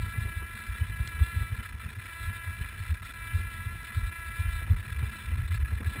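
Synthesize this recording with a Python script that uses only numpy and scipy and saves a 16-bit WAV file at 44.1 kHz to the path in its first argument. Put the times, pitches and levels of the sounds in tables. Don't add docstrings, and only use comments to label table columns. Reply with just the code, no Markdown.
import sys
import numpy as np
from scipy import signal
from scipy.fft import rfft, irfft
from scipy.io import wavfile
from scipy.ndimage import uniform_filter1d

SR = 44100
rng = np.random.default_rng(int(sys.argv[2]) if len(sys.argv) > 2 else 0)


def transcribe(u):
    v = np.clip(np.atleast_2d(u).T, -1, 1)
    q = np.round(v * 32767).astype(np.int16)
    wavfile.write(sys.argv[1], SR, q)


def field_ratio(decibels):
    return 10 ** (np.asarray(decibels, dtype=float) / 20)


N = 264600


def evened(x):
    return x / np.sqrt(np.mean(x ** 2) + 1e-20)


def curves(rows):
    seconds, *columns = np.transpose(rows)
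    return [np.interp(np.arange(N) / SR, seconds, column) for column in columns]


def noise(points):
    point_hz, point_db = np.transpose(points)
    hz = np.fft.rfftfreq(N, 1 / SR)
    gain = field_ratio(np.interp(np.log(hz + 1), np.log(point_hz), point_db, left=-90, right=-90))
    return evened(irfft(gain * rfft(rng.standard_normal(N)), N))


def drift(hz, low_hz=0., step=40):
    count = N // step + 2
    f = np.fft.rfftfreq(count, step / SR)
    real, imaginary = rng.standard_normal((len(f), 2)).T
    spectrum = (real + 1j * imaginary) / (1 + (f / hz) ** 2) * (f >= low_hz)
    slow = evened(irfft(spectrum, count))
    return np.interp(np.arange(N) / step, np.arange(count), slow)


def wash():
    # centre in seconds, envelope peak in dB, pitch in Hz, length scale in ms.
    thumps = [(0.091, -41, 81, 26), (0.186, -20.5, 98, 5.9), (0.222, -24, 70, 6.2), (0.259, -22, 61, 5.7),
              (0.372, -24.5, 83, 6.2), (0.429, -32, 62, 12), (0.705, -30.5, 59, 18), (0.82, -18.5, 86, 7.9),
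              (1.004, -20.5, 91, 5), (1.082, -51, 89, 9.3), (1.15, -30, 77, 8), (1.217, -12.5, 75.7, 10.2),
              (1.373, -19.5, 80, 5.7), (1.419, -22, 86, 5.2), (1.528, -19.5, 77.5, 5.1),
              (1.589, -27.5, 83, 5.3), (1.738, -34, 70, 11), (1.861, -29, 90.5, 2.6), (1.885, -31, 85, 2.1),
              (2.291, -23, 84, 10.3), (2.373, -38, 91, 15), (2.491, -32.5, 86, 17), (2.613, -20.5, 79, 4.3),
              (2.81, -28.5, 89, 11), (2.918, -20, 76, 16.6), (3.356, -19, 84.3, 9.9), (3.412, -30, 94, 32),
              (3.67, -27, 91, 7.6), (3.976, -18, 88, 7.6), (4.033, -22, 65, 9.8), (4.086, -29, 73, 6.9),
              (4.281, -30, 77.5, 7.5), (4.404, -19.5, 81.5, 10.3), (4.459, -22.5, 84, 16),
              (4.631, -27, 76, 9.7), (4.714, -11.5, 82.7, 9.1), (4.757, -28, 76, 9.5),
              (4.798, -27.5, 91, 9.3), (4.922, -27, 71.4, 6.6), (4.978, -28.5, 77, 29),
              (5.035, -19, 91, 5.6), (5.077, -26, 70, 8.4), (5.283, -26.5, 69.5, 20), (5.329, -21, 72, 14),
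              (5.397, -20.5, 85, 8), (5.453, -27, 68.4, 14), (5.52, -22, 86, 20), (5.623, -20.5, 68, 17),
              (5.735, -21, 76, 11), (5.766, -27, 73.9, 11.4), (5.821, -30, 88, 7.2), (5.876, -19, 76, 8.5),
              (5.989, -29, 95, 5.6)]
    # time in seconds, rumble level in dB, flapping level in dB.
    wash_levels = [(0.0, -34.5, -56), (0.23, -45.5, -57.5), (0.6, -48, -58), (0.85, -40.5, -59),
                   (1.27, -43, -57), (2.1, -44.5, -62.5), (2.67, -42.5, -61.5), (3.18, -43, -62.5),
                   (3.54, -40, -55.5), (4.24, -45, -65.5), (4.6, -36, -63), (5.08, -44, -55.5),
                   (5.53, -34.5, -63.5), (6.0, -47, -51)]
    # frequency in Hz, relative level in dB per Hz.
    rumble_spectrum = [(15, -42), (28, -16), (42, 3), (60, 2), (85, 0.5), (110, -1.5), (135, -14),
                       (160, -12), (190, -40), (260, -80)]
    flap_spectrum = [(120, -2.5), (165, -10.5), (215, 4), (270, -12.5), (340, -14), (450, -13.5),
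                     (600, -24.5), (900, -18.5), (1200, -14)]
    linger = 1.01
    stir_s, stir_lag_s = 0.032, 0.0071
    stir_rumble_db, stir_flap_db = -19.5, -39.5

    gusts, stir = np.zeros(N), np.zeros(N)
    t = np.arange(-.12, .12, 1 / SR)
    for (s, db, hz, ms), turn in zip(thumps, rng.random(len(thumps))):
        at = np.round((s + t) * SR).astype(int)
        inside = (at >= 0) & (at < N)
        length_ms = np.where(t < 0, ms / linger, ms)
        envelope = np.exp(-.6 * (1000 * t / length_ms) ** 2)
        swing = envelope * np.cos(2 * np.pi * (hz * t + turn))
        gusts[at[inside]] += field_ratio(db) * swing[inside]
        stir[at[inside]] += field_ratio(db) * np.exp(-((t[inside] - stir_lag_s) / stir_s) ** 2)
    rumble_db, flap_db = curves(wash_levels)
    rumble = field_ratio(rumble_db + 4.3 * drift(hz=8.8, low_hz=2.1)) + field_ratio(stir_rumble_db) * stir
    flap = field_ratio(flap_db + 4.15 * drift(hz=19.0, low_hz=5.2)) + field_ratio(stir_flap_db) * stir
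    return gusts + rumble * noise(rumble_spectrum) + flap * noise(flap_spectrum)


def pops():
    # start in seconds, level in dB of the noise ahead of its rise and decay.
    slaps = [(0.25, -41), (0.798, -54), (0.991, -45), (1.094, -63), (2.047, -47), (2.64, -44.5),
             (3.09, -45), (3.745, -44), (4.431, -52), (4.613, -38.5), (4.669, -36), (4.791, -46),
             (5.02, -43), (5.151, -45), (5.315, -38.5), (5.593, -46), (5.72, -39), (5.803, -34.5),
             (5.85, -39.5), (5.91, -46), (5.955, -34)]
    rise_s, decay_s = 0.0033, 0.0095
    t = np.arange(3000) / SR
    shape = (1 - np.exp(-t / rise_s)) * np.exp(-t / decay_s)
    envelope = np.zeros(N)
    slap = noise([(120, -29), (220, 14.0), (500, -1), (900, -5), (2500, -2), (4000, -35)])
    for s, db in slaps:
        start = round(s * SR)
        envelope[start:][:3000] += field_ratio(db) * shape[:N - start]
    return envelope * slap


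def ticks():
    # start in seconds, peak in dB, pitch region in Hz.
    crackles = [(1.0742, -28, 3030), (3.83, -41, 5000), (3.847, -45, 4600)]
    out, t = np.zeros(N), np.arange(400) / SR
    for s, db, hz in crackles:
        band = signal.butter(1, [.55 * hz, 1.7 * hz], "bandpass", fs=SR)
        burst = signal.lfilter(*band, rng.standard_normal(400))
        burst = burst * (1 - np.exp(-t / .0005)) * np.exp(-t / .002)
        out[round(s * SR):][:400] += field_ratio(db) * burst / abs(burst).max()
    return out


def rough_air():
    # start in seconds, end in seconds, share of the whine that is smeared (0-1) ahead of the fades.
    spells = [(.52, .9, .4), (1.52, 2.12, .75), (2.57, 2.8, .65), (2.8, 3.15, .8), (3.82, 3.98, .5),
              (4.66, 4.95, .75), (4.95, 5.37, .5), (5.37, 5.86, .8), (5.86, 6.1, .3)]
    calm, turn_s = .06, .08
    t, share = np.arange(N) / SR, np.full(N, calm)
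    for start, end, strength in spells:
        share[(t >= start) & (t < end)] = strength
    return uniform_filter1d(share, size=round(turn_s * SR))


def shaft_hz():
    # crest in seconds, swing to either side in Hz.
    hunt = [(-.05, 1.6), (0.211, 2.8), (.55, 2.7), (.72, 2), (.9, 2.1), (1.06, 2.7), (1.272, 4.8),
            (1.63, 2.45), (1.8, 0.92), (2.0, 1.55), (2.322, 2.2), (2.671, 2.7), (3.04, 1.7), (3.429, 3.1),
            (3.728, 4.5), (3.9, 3.2), (4.1, 1.2), (4.452, 3.6), (4.78, 1.26), (5.0, 1.07), (5.36, 0.53),
            (5.55, 2.1), (5.76, 2.6), (5.94, 1.4), (6.15, 3.4)]
    set_hz = 335.23
    t, (crest, swing_hz) = np.arange(N) / SR, np.transpose(hunt)
    cycles = np.interp(t, crest, np.arange(len(crest)))
    return set_hz + np.interp(t, crest, swing_hz) * np.cos(2 * np.pi * cycles)


def choking():
    # time in seconds, depth in dB, width in ms.
    dips = [(0.547, -9, 8.2), (1.617, -8.5, 12), (1.677, -11, 5.9), (1.719, -13, 6.5), (1.791, -14, 5),
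            (1.973, -3.5, 40), (2.81, -4.5, 22), (2.936, -15, 8.4), (2.994, -10, 4.7), (3.015, -18, 8.3),
            (3.131, -18, 9), (4.106, -7, 11), (4.662, -24, 3.4), (4.74, -18, 3.7), (4.756, -16, 10.4),
            (4.823, -11, 9), (4.942, -11, 3.9), (5.108, -9, 7.9), (5.366, -11, 7.1), (5.498, -6.5, 16),
            (5.588, -15, 9), (5.642, -14, 8.1), (5.822, -36, 7.8), (5.841, -14, 7)]
    rotor_hz = 31
    rebound, rebound_s = 0.097, 0.01
    turbulence = rough_air()
    t = np.arange(N) / SR
    beat = np.cos(2 * np.pi * rotor_hz * t + 1.7 * drift(hz=1.35))
    shade = np.minimum(drift(hz=58.0, low_hz=24.0), .4)
    db = (1.0 + 0.5 * turbulence) * beat + (1.4 + 2.8 * turbulence) * shade
    for s, depth_db, ms in dips:
        near = slice(max(round((s - .05) * SR), 0), round((s + .05) * SR))
        since = t[near] - s
        db[near] *= 1 - np.exp(-(since / 0.0024) ** 2)
        late = 1000 * since / ms - .3
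        sink, snap_back = np.exp(-(late / 0.82) ** 4), np.exp(-(late / 0.26) ** 2)
        db[near] += depth_db * np.where(late < 0, sink, snap_back)
        after = np.maximum(since - ms / 2000, 0) / rebound_s
        db[near] -= rebound * depth_db * np.e * after * np.exp(-after)
    return field_ratio(db)


def frame_hiss():
    # centre in Hz, width in Hz, relative level in dB.
    resonances = [(998, 41, -9.5), (1350, 114, -4), (1685, 810, 4), (1937, 390, 0.5), (2485, 143, -3),
                  (2680, 370, -9), (3003, 69, -7), (3452, 110, -16.5), (3605, 320, -19), (3770, 40, -23),
                  (4066, 47, -17.5), (4330, 160, -23.5), (4640, 170, -30.5), (5030, 180, -25),
                  (5400, 200, -27)]
    hz, out = np.fft.rfftfreq(N, 1 / SR), np.zeros(N)
    white = rfft(rng.standard_normal(N))
    for centre_hz, width_hz, db in resonances:
        ring = irfft(white / (1 + (2 * (hz - centre_hz) / width_hz) ** 2) ** 1.16, N)
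        swell_db = 1.5 + centre_hz / 1800
        out += field_ratio(db + swell_db * drift(hz=31.0, low_hz=4.5)) * evened(ring)
    return evened(out)


def whine():
    # time in seconds, level in dB.
    drive = [(0.0, -42.5), (0.1, -41), (0.67, -43.5), (1.44, -40.5), (1.54, -47), (1.65, -42), (1.77, -54),
             (1.8, -45), (1.9, -48), (2.19, -41.5), (2.52, -41.5), (2.56, -44), (2.89, -45), (2.99, -48.5),
             (3.27, -40.5), (3.79, -43.5), (4.61, -40), (4.68, -47), (5.18, -43), (5.48, -47.5),
             (5.55, -42), (5.63, -50.5), (5.66, -45.5), (5.82, -49), (5.97, -39.5), (6.0, -43.5)]
    # multiple of the shaft pitch, relative level in dB.
    orders = [(1, -22.5), (2, -20), (3, -11.5), (4, -0.5), (5, 3), (6, -2.5), (7, -1), (8, -7.5),
              (9, -13.5), (10, -23.5), (11, -21), (12, -22.5), (13, -40), (14, -33), (15, -42), (16, -37.5)]
    loose = dict([(3, .55), (6, .85), (9, .35), (10, .8), (11, .45), (12, .4), (13, .8)])
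    # multiple of the shaft pitch, relative level in dB.
    side_tones = [(4.157, -15), (4.843, -10)]
    jitter_hz = 2.2
    split_hz, upper_db, upper_sway_db = 3230, -13, 2

    level_db, = curves(drive)
    top_db = upper_db + upper_sway_db * drift(hz=11.5, low_hz=0.99)
    turbulence = rough_air()
    speed_hz = shaft_hz() + jitter_hz * turbulence * drift(hz=8.7, low_hz=2.5)
    turns = np.cumsum(speed_hz) / SR
    tones = np.zeros(N)
    for k, db in orders:
        smear = 1 - (1 - turbulence) * (1 - loose.get(k, 0))
        line = np.sqrt(1 - smear) * field_ratio(1.4 * drift(hz=5.)) * np.exp(2j * np.pi * rng.random())
        band = np.sqrt(smear / 2) * (drift(hz=49.7) + 1j * drift(hz=47.6))
        tones += field_ratio(db) * ((line + band) * np.exp(2j * np.pi * k * turns)).real
    for k, db in side_tones:
        level = field_ratio(db + 2.5 * drift(hz=3.5)) * (1 - turbulence)
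        tones += level * np.cos(2 * np.pi * k * turns + 1.5 * drift(hz=6.))
    hiss = field_ratio(-9 + 8 * turbulence) * frame_hiss()
    mixed = evened(evened(tones) + hiss)
    lower = signal.oaconvolve(mixed, signal.firwin(601, split_hz, fs=SR), "same")
    upper = field_ratio(top_db) * evened(mixed - lower)
    return field_ratio(level_db) * (lower + upper) * choking()


def scene():
    return (wash() + pops() + ticks() + whine())[None]


def roll_off(x):
    return signal.sosfilt(signal.butter(12, 15390, fs=SR, output="sos"), x)


def record(dry):
    mic_low_hz, mic_hiss_db, hold_hz = 42.6, -66.5, 12000
    heard = signal.sosfilt(signal.butter(3, mic_low_hz, "highpass", fs=SR, output="sos"), dry)
    heard = heard + field_ratio(mic_hiss_db) * noise([(300, 9.5), (4000, -30.5), (5500, 1), (6000, -9.5)])
    heard = signal.sosfilt(signal.butter(4, 5600, fs=SR, output="sos"), heard)
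    coarse = signal.resample(heard, N * hold_hz // SR, axis=1)
    stairs = np.repeat(coarse, repeats=4, axis=1)
    held = signal.resample(stairs, N, axis=1)
    return roll_off(held)


dry = scene()
out = record(dry)
transcribe(out)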